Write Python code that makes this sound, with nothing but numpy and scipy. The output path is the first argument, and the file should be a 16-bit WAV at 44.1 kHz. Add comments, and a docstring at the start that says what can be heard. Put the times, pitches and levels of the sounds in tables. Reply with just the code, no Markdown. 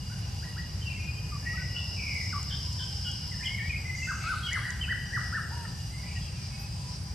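"""Birds whistle in a tropical forest: quick arched glides from a nearer one, short dry slides, others deeper in.
Each note is a sine on a gliding pitch path, smeared by noise-built echoes of trunks and leaves into a long tail.
Insects drone as noise in narrow bands, single crickets sing thin tones, a cicada's rough noise swells and stops.
Twigs tick, and soft puffs of noise pass, some rustling, some like insect bursts: both are shaped bursts of noise.
Airy hiss and a low far rumble lie under it all."""
import sys
import numpy as np
from scipy import signal
from scipy.fft import rfft, irfft
from scipy.io import wavfile
from scipy.ndimage import uniform_filter1d

SR = 44100
rng = np.random.default_rng(int(sys.argv[2]) if len(sys.argv) > 2 else 0)


def master(y):
    """Save y as 16-bit WAV."""
    cut = np.clip(np.atleast_2d(y).T, -1, 1)
    pcm = np.round(cut * 32767)  # scale
    wavfile.write(sys.argv[1], SR, pcm.astype(np.int16))


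N = 314874   # samples in the scene
ROUND_LENGTH = 5 * 2 ** 16   # samples, a quick transform length
LEFT_RIGHT = np.array([[1], [-1]])   # opposite signs for the two sides


def amp(db):
    """Gain of a level in dB."""
    return 10 ** (np.asarray(db) / 20)


def rms_one(x):
    """Scaled to rms 1, over both sides together."""
    return x / np.sqrt(np.mean(x ** 2) + 1e-20)


def in_time(rows):
    """Columns of a time curve, read at every sample."""
    s, *columns = np.transpose(rows)
    return [np.interp(np.arange(N) / SR, s, c) for c in columns]


def at_hz(points, hz):
    """A spectrum read on a log-frequency axis."""
    point_hz, values = np.array(points).T
    return np.interp(np.log(hz), np.log(point_hz), values)


def drift(corner_hz):
    """Slow random wander of spread 1: noise through two equal low-pass poles, drawn every 40 samples."""
    pole = np.exp(-2 * np.pi * corner_hz * 40 / SR)
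    noise = rng.standard_normal(N // 40 + 2002)
    slow = signal.lfilter([1], [1, -2 * pole, pole * pole], noise)[2000:]   # skip the filter's start
    return np.interp(np.arange(N) / 40, np.arange(len(slow)), rms_one(slow))


def widen(shared, opposed, alike):
    """Two sides from a shared and an opposed part; likeness 1 is mono, 0 is independent."""
    return np.sqrt(1 + alike) * shared + np.sqrt(1 - alike) * opposed * LEFT_RIGHT


def resonant(drive, hz, width_hz, lead=0., alike=.5):
    """Spectra of two drives through a doubled resonance: one straight, one scattered, the left leading in phase."""
    bin_hz = np.linspace(0, SR / 2, drive.shape[1])
    shape = 1 / (1 + (2 * (bin_hz - hz) / width_hz) ** 2)
    straight, scattered = drive * shape
    turn = np.exp(.5j * lead * LEFT_RIGHT)
    return rms_one(irfft(widen(straight, scattered, np.clip(alike, 0, 1)) * turn))


# how alike left and right are in the hiss and rumble: (frequency [Hz], likeness [0-1])
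SIDE_LIKENESS = [(60, 1), (160, 0.97), (300, 0.54), (700, 0.42), (2500, 0.39), (8000, 0.089), (13000, 0.91)]


def coloured(spectrum):
    """Stereo noise with a given spectrum shape; rms 1."""
    hz = np.maximum(np.fft.rfftfreq(N, 1 / SR), 1)
    mid, side = rfft(rng.standard_normal((2, N))) * amp(at_hz(spectrum, hz))
    alike = np.clip(at_hz(SIDE_LIKENESS, hz), -1, 1)
    return rms_one(irfft(widen(mid, side, alike), N))


# low far rumble: (frequency [Hz], relative level per Hz [dB])
RUMBLE_SPECTRUM = [(12, -60), (20, -38.5), (59, -1.5), (86, 1.5), (144, -4), (197, -12), (253, -26),
                   (300, -34.5), (390, -36), (660, -120)]


def rumble():
    """A low far rumble: steady noise shaped by its spectrum."""
    return amp(-35.5) * coloured(RUMBLE_SPECTRUM)


def patchy(x, patchy_db):
    """Each broad band of a hiss swells and sinks on its own."""
    edges_hz = [0, 250, 550, 1200, 2500, 5500, 11700, SR]
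    hz, spectrum = np.fft.rfftfreq(ROUND_LENGTH, 1 / SR), rfft(x, ROUND_LENGTH)
    out = 0
    for low, high in zip(edges_hz, edges_hz[1:]):
        band = irfft(spectrum * ((hz >= low) & (hz < high)))[:, :N]
        out = out + amp(patchy_db * (drift(1.0) + drift(4.9))) * band
    return out


# forest hiss: (frequency [Hz], relative level per Hz [dB])
AIR_SPECTRUM = [(150, -30), (250, -12.5), (420, -17), (800, -18), (1400, -22.5), (2600, -20.5), (3100, -22),
                (3650, -25), (4200, -21.5), (5600, -23), (7500, -24), (9200, -29.5), (11500, -36),
                (12500, -43), (14800, -41.5), (15500, -60)]


def air():
    """Forest hiss: shaped noise whose bands breathe independently."""
    return amp(-49.5) * patchy(coloured(AIR_SPECTRUM), patchy_db=.9)


def singer(white, hz, width_hz, rate, depth, lead, alike):
    """Many far singers blur into throbbing noise in a narrow resonance."""
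    throb = 1 + depth * np.sin(2 * np.pi * rate * np.arange(N) / SR + drift(1.5))
    return throb * resonant(white, hz, width_hz, lead, alike)[:, :N]


# steady insects: (centre [Hz], width [Hz], mid level [dB], throb rate [per s], throb depth [0-1],
# level waver [dB], left lead [rad], likeness [0-1])
DRONE_VOICES = [(4855, 138, -52, 10, 0, -1.5, 0, 0.86), (5205, 1300, -52.5, 60, 0, 2.5, 2, 0.23),
                (10820, 100, -67, 9, 0, -5, -2.5, 1), (997, 30, -65.5, 9.1, 0.1, 4, -5.5, 1),
                (804, 63, -66, 27, 0.02, 2.5, 0.14, 1)]


def insect_drone(white):
    """Steady insects: narrow noise bands that waver in level."""
    out = 0
    for hz, width, level_db, rate, depth, waver_db, lead, alike in DRONE_VOICES:
        level = amp(level_db + waver_db * drift(4.1))
        out = out + level * singer(white, hz, width, rate, depth, lead, alike)
    return out


# loose phrases of two crickets that sink at the end: (time [s], low voice level [dB], high voice level [dB])
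PHRASE_LEVELS = [(0.0, -55.5, -66), (1.2, -59, -65), (1.9, -53, -64.5), (2.4, -57.5, -63),
                 (3.5, -58.5, -64), (5.3, -60, -64.5), (6.0, -58, -66), (6.4, -65, -72), (7.14, -78, -78)]
# their voices: (centre [Hz], width [Hz], throb rate [per s], throb depth [0-1], left lead [rad])
PHRASE_SINGERS = [(2868, 57, 13, 0.14, 0.48), (11420, 220, 9, 0.03, -1.86)]


def phrasing_crickets(white):
    """Two throbbing noise bands whose levels follow loose phrases."""
    out = 0
    for (hz, width, rate, depth, lead), level_db in zip(PHRASE_SINGERS, in_time(PHRASE_LEVELS)):
        level = amp(level_db - 0.5 * drift(10))
        out = out + level * singer(white, hz, width, rate, depth, lead, 1.0)
    return out


# high crickets, both joining late and the lower one leaving: (time [s], lower level [dB], upper level [dB])
HIGH_CRICKETS = [(0, -92, -89), (.5, -82, -82), (.75, -67, -78), (3.2, -60, -63), (3.749, -64, -65),
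                 (4.05, -56, -62), (4.75, -64, -60), (5.2, -98, -59.5), (7.14, -87, -60)]


def high_crickets(white):
    """Two high noise bands that join late, throbbing gently."""
    out = 0
    for hz, level_db, width, lead in zip((7700, 8270), in_time(HIGH_CRICKETS), (80, 170), (.3, 1.3)):
        out = out + amp(level_db) * singer(white, hz, width, 3.9, 0.089, lead, 0.048)
    return out


def insects():
    """The blurred insect chorus: every band rings from the same pair of noises."""
    white = rfft(rng.standard_normal((2, ROUND_LENGTH)))
    return insect_drone(white) + phrasing_crickets(white) + high_crickets(white)


# long and short note of the regular cricket, timed within each bar: (time [s], length [s], level [dB])
CRICKET_BAR = [(0, 0.258, -58), (0.295, 0.1, -58.5)]
BAR_START_S, BAR_S, BAR_HZ = .055, .624, 5762


def regular_cricket():
    """One thin tone, gated in a repeating bar, wavering in level and pitch."""
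    in_bar = (np.arange(N) / SR - BAR_START_S) % BAR_S
    gate = 0
    for s, length, db in CRICKET_BAR:
        gate = gate + amp(db) * np.clip(np.minimum(in_bar - s, s + length - in_bar) / 0.014, 0, 1)   # 14 ms edges
    phase = 2 * np.pi * np.cumsum(BAR_HZ + 8 * drift(6.63)) / SR
    return np.sqrt(2) * gate * amp(2.1 * drift(13.0)) * np.sin(phase)


# short chirps of another cricket: (time [s], level [dB] before panning)
CRICKET_CHIRPS = [(4.26, -53), (4.92, -59), (5.07, -59), (5.234, -51), (5.389, -56), (6.27, -60),
                  (6.42, -55), (6.56, -62), (6.695, -55), (6.9, -53)]
CHIRP_HZ, CHIRP_S = 5270, 0.097


def chirping_cricket():
    """One thin tone in rounded chirps, louder on the left."""
    t = np.arange(N) / SR
    swell = sum(amp(db) * np.sin(np.pi * np.clip((t - s) / CHIRP_S, 0, 1)) for s, db in CRICKET_CHIRPS)
    return np.sqrt(2) * swell * np.sin(2 * np.pi * CHIRP_HZ * t) * amp(1.5 * LEFT_RIGHT)


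# the cicada's swell and stop: (time [s], level [dB])
CICADA_SWELL = [(1.2, -61), (1.5, -47.5), (1.75, -44), (2.07, -41), (3.16, -41), (3.46, -43), (3.56, -48),
                (3.7, -78)]
CICADA_HZ, CICADA_WIDTH_HZ, CICADA_CLICKS_PER_S = 5140, 620, 150   # the click rate wanders about its mean


def cicada():
    """Membrane clicks, a shallow pulsing in the noise, ring the hollow body."""
    cycle = np.cumsum(CICADA_CLICKS_PER_S * (1 + 0.3 * drift(7.5))) / SR % 1
    bursts = (3.4 + np.exp(-cycle / 1.2)) * rng.standard_normal((2, N))
    return amp(in_time(CICADA_SWELL)[0]) * resonant(rfft(bursts), CICADA_HZ, CICADA_WIDTH_HZ, 0.56, 0.54)


# soft noise puffs: (time [s], length [s], centre [Hz], width [Hz], level [dB] before the puff envelope)
NOISE_PUFFS = [(3.945, 0.55, 6150, 1980, -47), (4.214, 0.69, 4270, 1700, -49),
               (4.205, 0.24, 2300, 700, -46), (4.269, 0.26, 9960, 1210, -57),
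               (4.518, 0.28, 9900, 1200, -56), (5.378, 0.072, 10600, 800, -62),
               (6.106, 0.2, 7100, 1500, -59), (5.149, 0.65, 5200, 400, -54.5),
               (6.595, 0.068, 12000, 3000, -56)]


def soft_puffs():
    """Soft puffs of noise that rise fast and fade, some perhaps insect bursts, some rustling."""
    out = np.zeros((2, N))
    for s, length, hz, width, level_db in NOISE_PUFFS:
        i, size = round(s * SR), round(length * SR)
        puff = np.sin(np.pi * (np.arange(size) / size) ** 0.39)
        noise = resonant(rfft(rng.standard_normal((2, 32768))), hz, width, alike=.6)
        out[:, i:i + size] += amp(level_db) * puff * noise[:, :size]
    return out


# twig ticks: (time [s], level [dB] before the snap envelope, centre [Hz])
TWIG_TICKS = [(2.429, -31, 7000), (2.631, -35, 5940), (2.728, -33, 6900), (3.114, -33, 6900),
              (3.459, -35, 7000), (3.819, -60, 7100), (4.531, -27, 6400), (4.704, -28, 6000)]


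def ticks():
    """Each tick is a snap of noise a few milliseconds long in a wide resonance."""
    out, t = np.zeros((2, N)), np.arange(1024) / SR
    envelope = np.exp(-t / .0018) * np.minimum(t / .001, 1)
    for s, level_db, hz in TWIG_TICKS:
        i = round(s * SR)
        snap = resonant(rfft(rng.standard_normal((2, len(t)))), hz, 1800, alike=0.11)
        out[:, i:i + len(t)] += amp(level_db) * snap * envelope
    return out


WARBLE_HZ = 37.6   # rate of the pitch shake


def whistle(notes, shakes=None, under_db=-99., edge_s=0.0023):
    """Sine notes on rounded pitch paths of (time, Hz, dB) points, with soft edges."""
    out, waver = np.zeros(N), 1 + .005 * drift(40)   # no pitch is held quite still
    for note, shake in zip(notes, shakes or [0] * len(notes)):
        s, hz, level_db = np.transpose(note)
        i = np.arange(round(s[0] * SR), round(s[-1] * SR))
        t = i / SR
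        pitch = uniform_filter1d(np.interp(t, s, hz), size=400, mode="nearest")   # a throat turns corners smoothly
        pitch = pitch * waver[i] * (1 + shake * np.sin(2 * np.pi * WARBLE_HZ * (t - s[0])))
        phase = 2 * np.pi * np.cumsum(pitch) / SR
        edge = np.clip(np.minimum(t - s[0], s[-1] - t) / edge_s, 0, 1)
        tone = np.sin(phase) + amp(under_db) * np.sin(phase / 2)   # partial an octave below
        out[i] += np.sqrt(2) * amp(np.interp(t, s, level_db)) * edge * tone
    return out


def far_glide(s, length, from_hz, to_hz, level_db, swell_db):
    """A straight glide that swells or fades evenly."""
    return [(s, from_hz, level_db), (s + length, to_hz, level_db + swell_db)]


# birds deeper in the trees: (time [s], length [s], from [Hz], to [Hz], level before path gains [dB],
# swell or fade [dB])
DEEP_GLIDES = [(0.254, 0.088, 2690, 2700, -64, -5), (0.805, 0.062, 3177, 2840, -52.5, 6),
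               (0.845, 0.14, 2746, 2640, -40, -16), (0.887, 0.04, 2550, 2310, -47, 0),
               (0.948, 0.037, 2090, 2220, -53, 3), (0.991, 0.21, 2450, 2482, -43, -11.5),
               (1.147, .04, 3060, 3150, -58, -3), (1.423, 0.025, 1730, 1780, -45, -2),
               (1.453, 0.17, 1902, 1967, -37, -12.5), (1.736, 0.032, 1496, 1355, -50, -1),
               (1.758, 0.044, 3100, 3870, -50.5, -11), (3.07, 0.041, 3300, 3160, -47.5, -5),
               (3.389, 0.029, 1610, 2125, -34, -12.5), (3.414, 0.23, 2065, 2294, -44, 0),
               (3.843, 0.12, 2040, 2035, -39.5, -14), (4.024, 0.033, 2648, 2642, -35.5, -8),
               (4.053, 0.037, 1980, 1700, -50, 4), (4.2, 0.09, 2703, 2510, -51, 3.5),
               (4.212, 0.019, 2270, 2010, -40.5, 5), (4.311, 0.041, 2910, 3130, -56, -1),
               (4.428, 0.037, 3295, 3204, -38, -4), (4.461, 0.024, 3190, 2766, -38.5, 8.5),
               (4.472, 0.058, 2140, 2270, -42, -5), (4.803, 0.026, 3045, 3070, -35, -1),
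               (4.853, 0.075, 3018, 2967, -41, -8), (5.557, 0.109, 966, 900, -45.5, -6.5),
               (5.622, 0.054, 1700, 1904, -50, -1), (5.9, 0.044, 1987, 2154, -52, -3),
               (5.94, 0.072, 2170, 2146, -58.5, 3), (6.026, 0.027, 1980, 1990, -48, 1),
               (6.155, 0.036, 1903, 1895, -50.5, -8), (6.275, 0.1, 2650, 2765, -64, 0),
               (6.354, 0.13, 2450, 2340, -56.5, -14), (6.5, 0.12, 2250, 2170, -59, -15),
               (6.503, 0.16, 2534, 2574, -58, -5)]


def far_glides():
    """Far birds: plain gliding sines with blurred edges."""
    return whistle([far_glide(*row) for row in DEEP_GLIDES], edge_s=.014)


def warble(s, length, from_hz, to_hz, level_db, shake, entry_db):
    """A glide that moves from its entry level to a middle one and sinks."""
    share = .55   # of the note, up to the middle level
    middle_hz = from_hz + share * (to_hz - from_hz)
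    return [(s, from_hz, level_db + entry_db), (s + share * length, middle_hz, level_db),
            (s + length, to_hz, level_db - 3.5)]


# warbled notes: (time [s], length [s], from [Hz], to [Hz], middle level before path gains [dB],
# shake [share of pitch], entry level re middle [dB])
WARBLED_NOTES = [(1.425, 0.22, 2536, 2350, -53.5, 0.13, -3), (1.74, 0.078, 2820, 2787, -46.5, 0.042, 13),
                 (1.954, 0.29, 2511, 2019, -41, 0.063, -3.5), (6.029, 0.18, 2203, 2920, -56, 0.06, 3)]


def warbles():
    """Far birds: the pitch shakes about a gliding centre."""
    return whistle([warble(*row) for row in WARBLED_NOTES], [row[5] for row in WARBLED_NOTES], edge_s=.015)


CHIP_DROP_S, CHIP_REBOUND_S, CHIP_FROM_DB, CHIP_TO_DB = 0.01614, 0.04, -12, -20


def chip(s, from_hz, low_hz, rebound_hz, level_db):
    """A steep drop, loudest at the bottom, and a fading rebound."""
    return [(s, from_hz, level_db + CHIP_FROM_DB), (s + CHIP_DROP_S, low_hz, level_db),
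            (s + CHIP_DROP_S + CHIP_REBOUND_S, rebound_hz, level_db + CHIP_TO_DB)]


# sharp chips: (time [s], from [Hz], turning point [Hz], end [Hz], level before path gains [dB])
SHARP_CHIPS = [(2.497, 3800, 2970, 3940, -41), (2.785, 3765, 2998, 3240, -40.5),
               (3.043, 3377, 2899, 2877, -40)]


def chips():
    """Sharp chips with a weaker partial an octave below."""
    return whistle([chip(*row) for row in SHARP_CHIPS], under_db=-9.5, edge_s=0.00073)


def slide(s, from_hz, to_hz, glide, stay, level_db, entry_db):
    """A slide to a pitch, held there briefly or for longer."""
    return [(s, from_hz, level_db + entry_db), (s + glide, to_hz, level_db), (s + glide + stay, to_hz, level_db)]


# drier bird notes and short pieces of notes: (time [s], from [Hz], to [Hz], slide [s], stay [s],
# level before path gains [dB], entry level re that [dB])
DRY_SLIDES = [(1.317, 1237, 1150, 0.031, 0.023, -46.5, 1), (1.529, 1220, 1310, 0.025, .001, -50, 0),
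              (1.574, 1496, 1510, 0.022, .035, -49, 4), (2.325, 1630, 1151, 0.016, 0.046, -37.5, 2),
              (2.378, 1150, 980, 0.024, .001, -58, 10), (3.316, 2110, 1814, 0.026, 0.0084, -47, 2.5),
              (3.43, 2280, 2520, 0.013, .001, -40, 0), (3.441, 2750, 3280, 0.012, .001, -41, 2),
              (3.451, 3416, 2840, 0.027, 0.004, -34, -1), (3.486, 2887, 3130, 0.0099, .002, -36, 0),
              (3.579, 2120, 1785, 0.021, 0.023, -42, 0), (3.622, 1767, 1913, 0.026, 0.024, -41.5, -2),
              (3.692, 2523, 2416, 0.022, 0.001, -30.5, -8.5), (3.721, 2372, 2150, 0.019, 0.014, -37, -1),
              (3.755, 2236, 2515, 0.012, 0.0075, -36.5, -4), (3.945, 2090, 2090, 0.0032, 0.0125, -36, -6),
              (3.98, 2110, 2048, 0.0037, 0.016, -38.5, 0), (4.017, 2034, 2108, 0.024, 0.023, -39.5, 4),
              (4.237, 1238, 1380, 0.046, .001, -36, -3), (4.488, 1330, 1890, 0.032, .001, -44.5, -2),
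              (4.584, 1005, 1270, 0.043, 0.0012, -48.5, 3), (4.822, 3080, 2450, 0.034, .001, -44.5, 9),
              (5.645, 1470, 1200, 0.02, .001, -47, 2.5), (6.21, 3240, 3300, .015, .012, -53.5, -6),
              (6.235, 3320, 2700, .04, 0.018, -56, -7)]


def dry_slides():
    """Drier bird notes and short pieces of notes: a slide, some then held."""
    return whistle([slide(*row) for row in DRY_SLIDES], edge_s=.005)


SAG_HZ_PER_S = 1350   # the pitch sinks while a top is held


def rise(top_s, start_hz, top_hz, hold, level_db, rise_s=0.026, entry_db=-5):
    """Up while swelling, then a sagging hold."""
    return [(top_s - rise_s, start_hz, level_db + entry_db), (top_s, top_hz, level_db),
            (top_s + hold, top_hz - SAG_HZ_PER_S * hold, level_db)]


def arch(top_s, start_hz, top_hz, bottom_hz, rise_s, hold, fall, level_db, entry_db):
    """A rise, then a steep fall."""
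    return (rise(top_s, start_hz, top_hz, hold, level_db, rise_s, entry_db)
            + [(top_s + hold + fall, bottom_hz, level_db - 4.5)])


# arched notes: (time of top [s], start [Hz], top [Hz], bottom [Hz], rise [s], hold [s], fall [s],
# level before path gains [dB], entry level re that [dB])
NEAR_ARCHES = [(4.099, 1414, 1610, 1090, 0.027, 0.0011, 0.023, -29, -14),
               (4.299, 1356, 1530, 1167, .022, 0.0064, 0.0374, -29, -8),
               (4.541, 1846, 2094, 993, 0.0295, 0.0048, 0.036, -32, -7),
               (4.65, 1287, 1940, 1370, 0.035, 0.021, 0.013, -33.5, -13),
               (4.905, 1346, 1958, 1353, .03, 0.0143, 0.0125, -30, -14),
               (5.142, 1563, 1947, 1060, 0.036, 0.013, 0.028, -29.5, -22),
               (5.355, 1256, 1840, 1180, 0.031, 0.0013, 0.033, -31, -6)]
# rising notes that end on top: (time of top [s], start [Hz], top [Hz], hold [s], level before path gains [dB])
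NEAR_RISES = [(0.124, 1394, 1560, 0.0027, -47.5), (0.445, 1295, 1951, 0.037, -48.5),
              (0.587, 1160, 1942, 0.029, -45), (5.531, 758, 957, 0.017, -44)]


def near_arches():
    """The nearer bird's quick arched and rising glides."""
    return whistle([arch(*row) for row in NEAR_ARCHES] + [rise(*row) for row in NEAR_RISES])


FOREST_T60_S, FOREST_LIKENESS, LEAF_HZ = 1, .76, 1500
EARLY_T60_S, EARLY_DB = 0.17, 5.5   # a stronger, faster-fading early part of the tail


def forest(x):
    """Dense returns from trunks and leaves; the air shifts, so several echo patterns fade into one another."""
    t, out = np.arange(SR) / SR, 0
    onset = 1 - np.exp(-(t / .008) ** 2)   # the nearest trunks answer late
    decay = (amp(-60 * t / FOREST_T60_S) + amp(EARLY_DB - 60 * t / EARLY_T60_S)) * onset
    x = signal.lfilter(*signal.butter(3, LEAF_HZ, "high", fs=SR), x)   # leaves return low tones weakly
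    for k in range(3):
        mid, side = rng.standard_normal((2, len(t))) * decay / np.sqrt(2 * np.sum(decay ** 2))
        echoes = widen(mid, side, FOREST_LIKENESS)
        share = np.cos(2 * np.pi * (17 * np.arange(N) / SR + k / 3)) * np.sqrt(2 / 3)
        out = out + signal.fftconvolve((x * share)[None], echoes, axes=1)[:, :N]
    return out


def birds():
    """All bird voices, mixed from a straight path and the returns of the trees."""
    arched, sliding, chipping = near_arches(), dry_slides(), chips()
    far = far_glides() + warbles()
    arches_and_slides = amp(-1.5) * arched + amp(.5) * sliding
    light_flutter = amp(2 * drift(45))
    far_flutter = amp(4.5 * drift(30))   # moving air breaks up the straight path from far away
    straight = light_flutter * arches_and_slides + amp(-2.5) * far_flutter * far + amp(.65) * chipping
    returned = forest(amp(2.5) * arched + amp(-1) * sliding + amp(5.5) * far + amp(8) * chipping)
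    return (straight + returned) * amp(1.1 / 2 * LEFT_RIGHT)   # 1.1 dB louder on the left


def scene():
    """Birds, insects and small sounds over hiss and rumble."""
    floor = rumble() + air()
    singers = insects() + regular_cricket() + chirping_cricket() + cicada()
    return floor + singers + soft_puffs() + ticks() + birds()


def record(dry):
    """The left side is made a little louder; the top is cut steeply above 15.6 kHz."""
    top_cut = signal.ellip(14, .5, 90, 15600, fs=SR, output="sos")
    return signal.sosfilt(top_cut, dry * amp(.2 * LEFT_RIGHT))


dry = scene()
out = record(dry)
master(out)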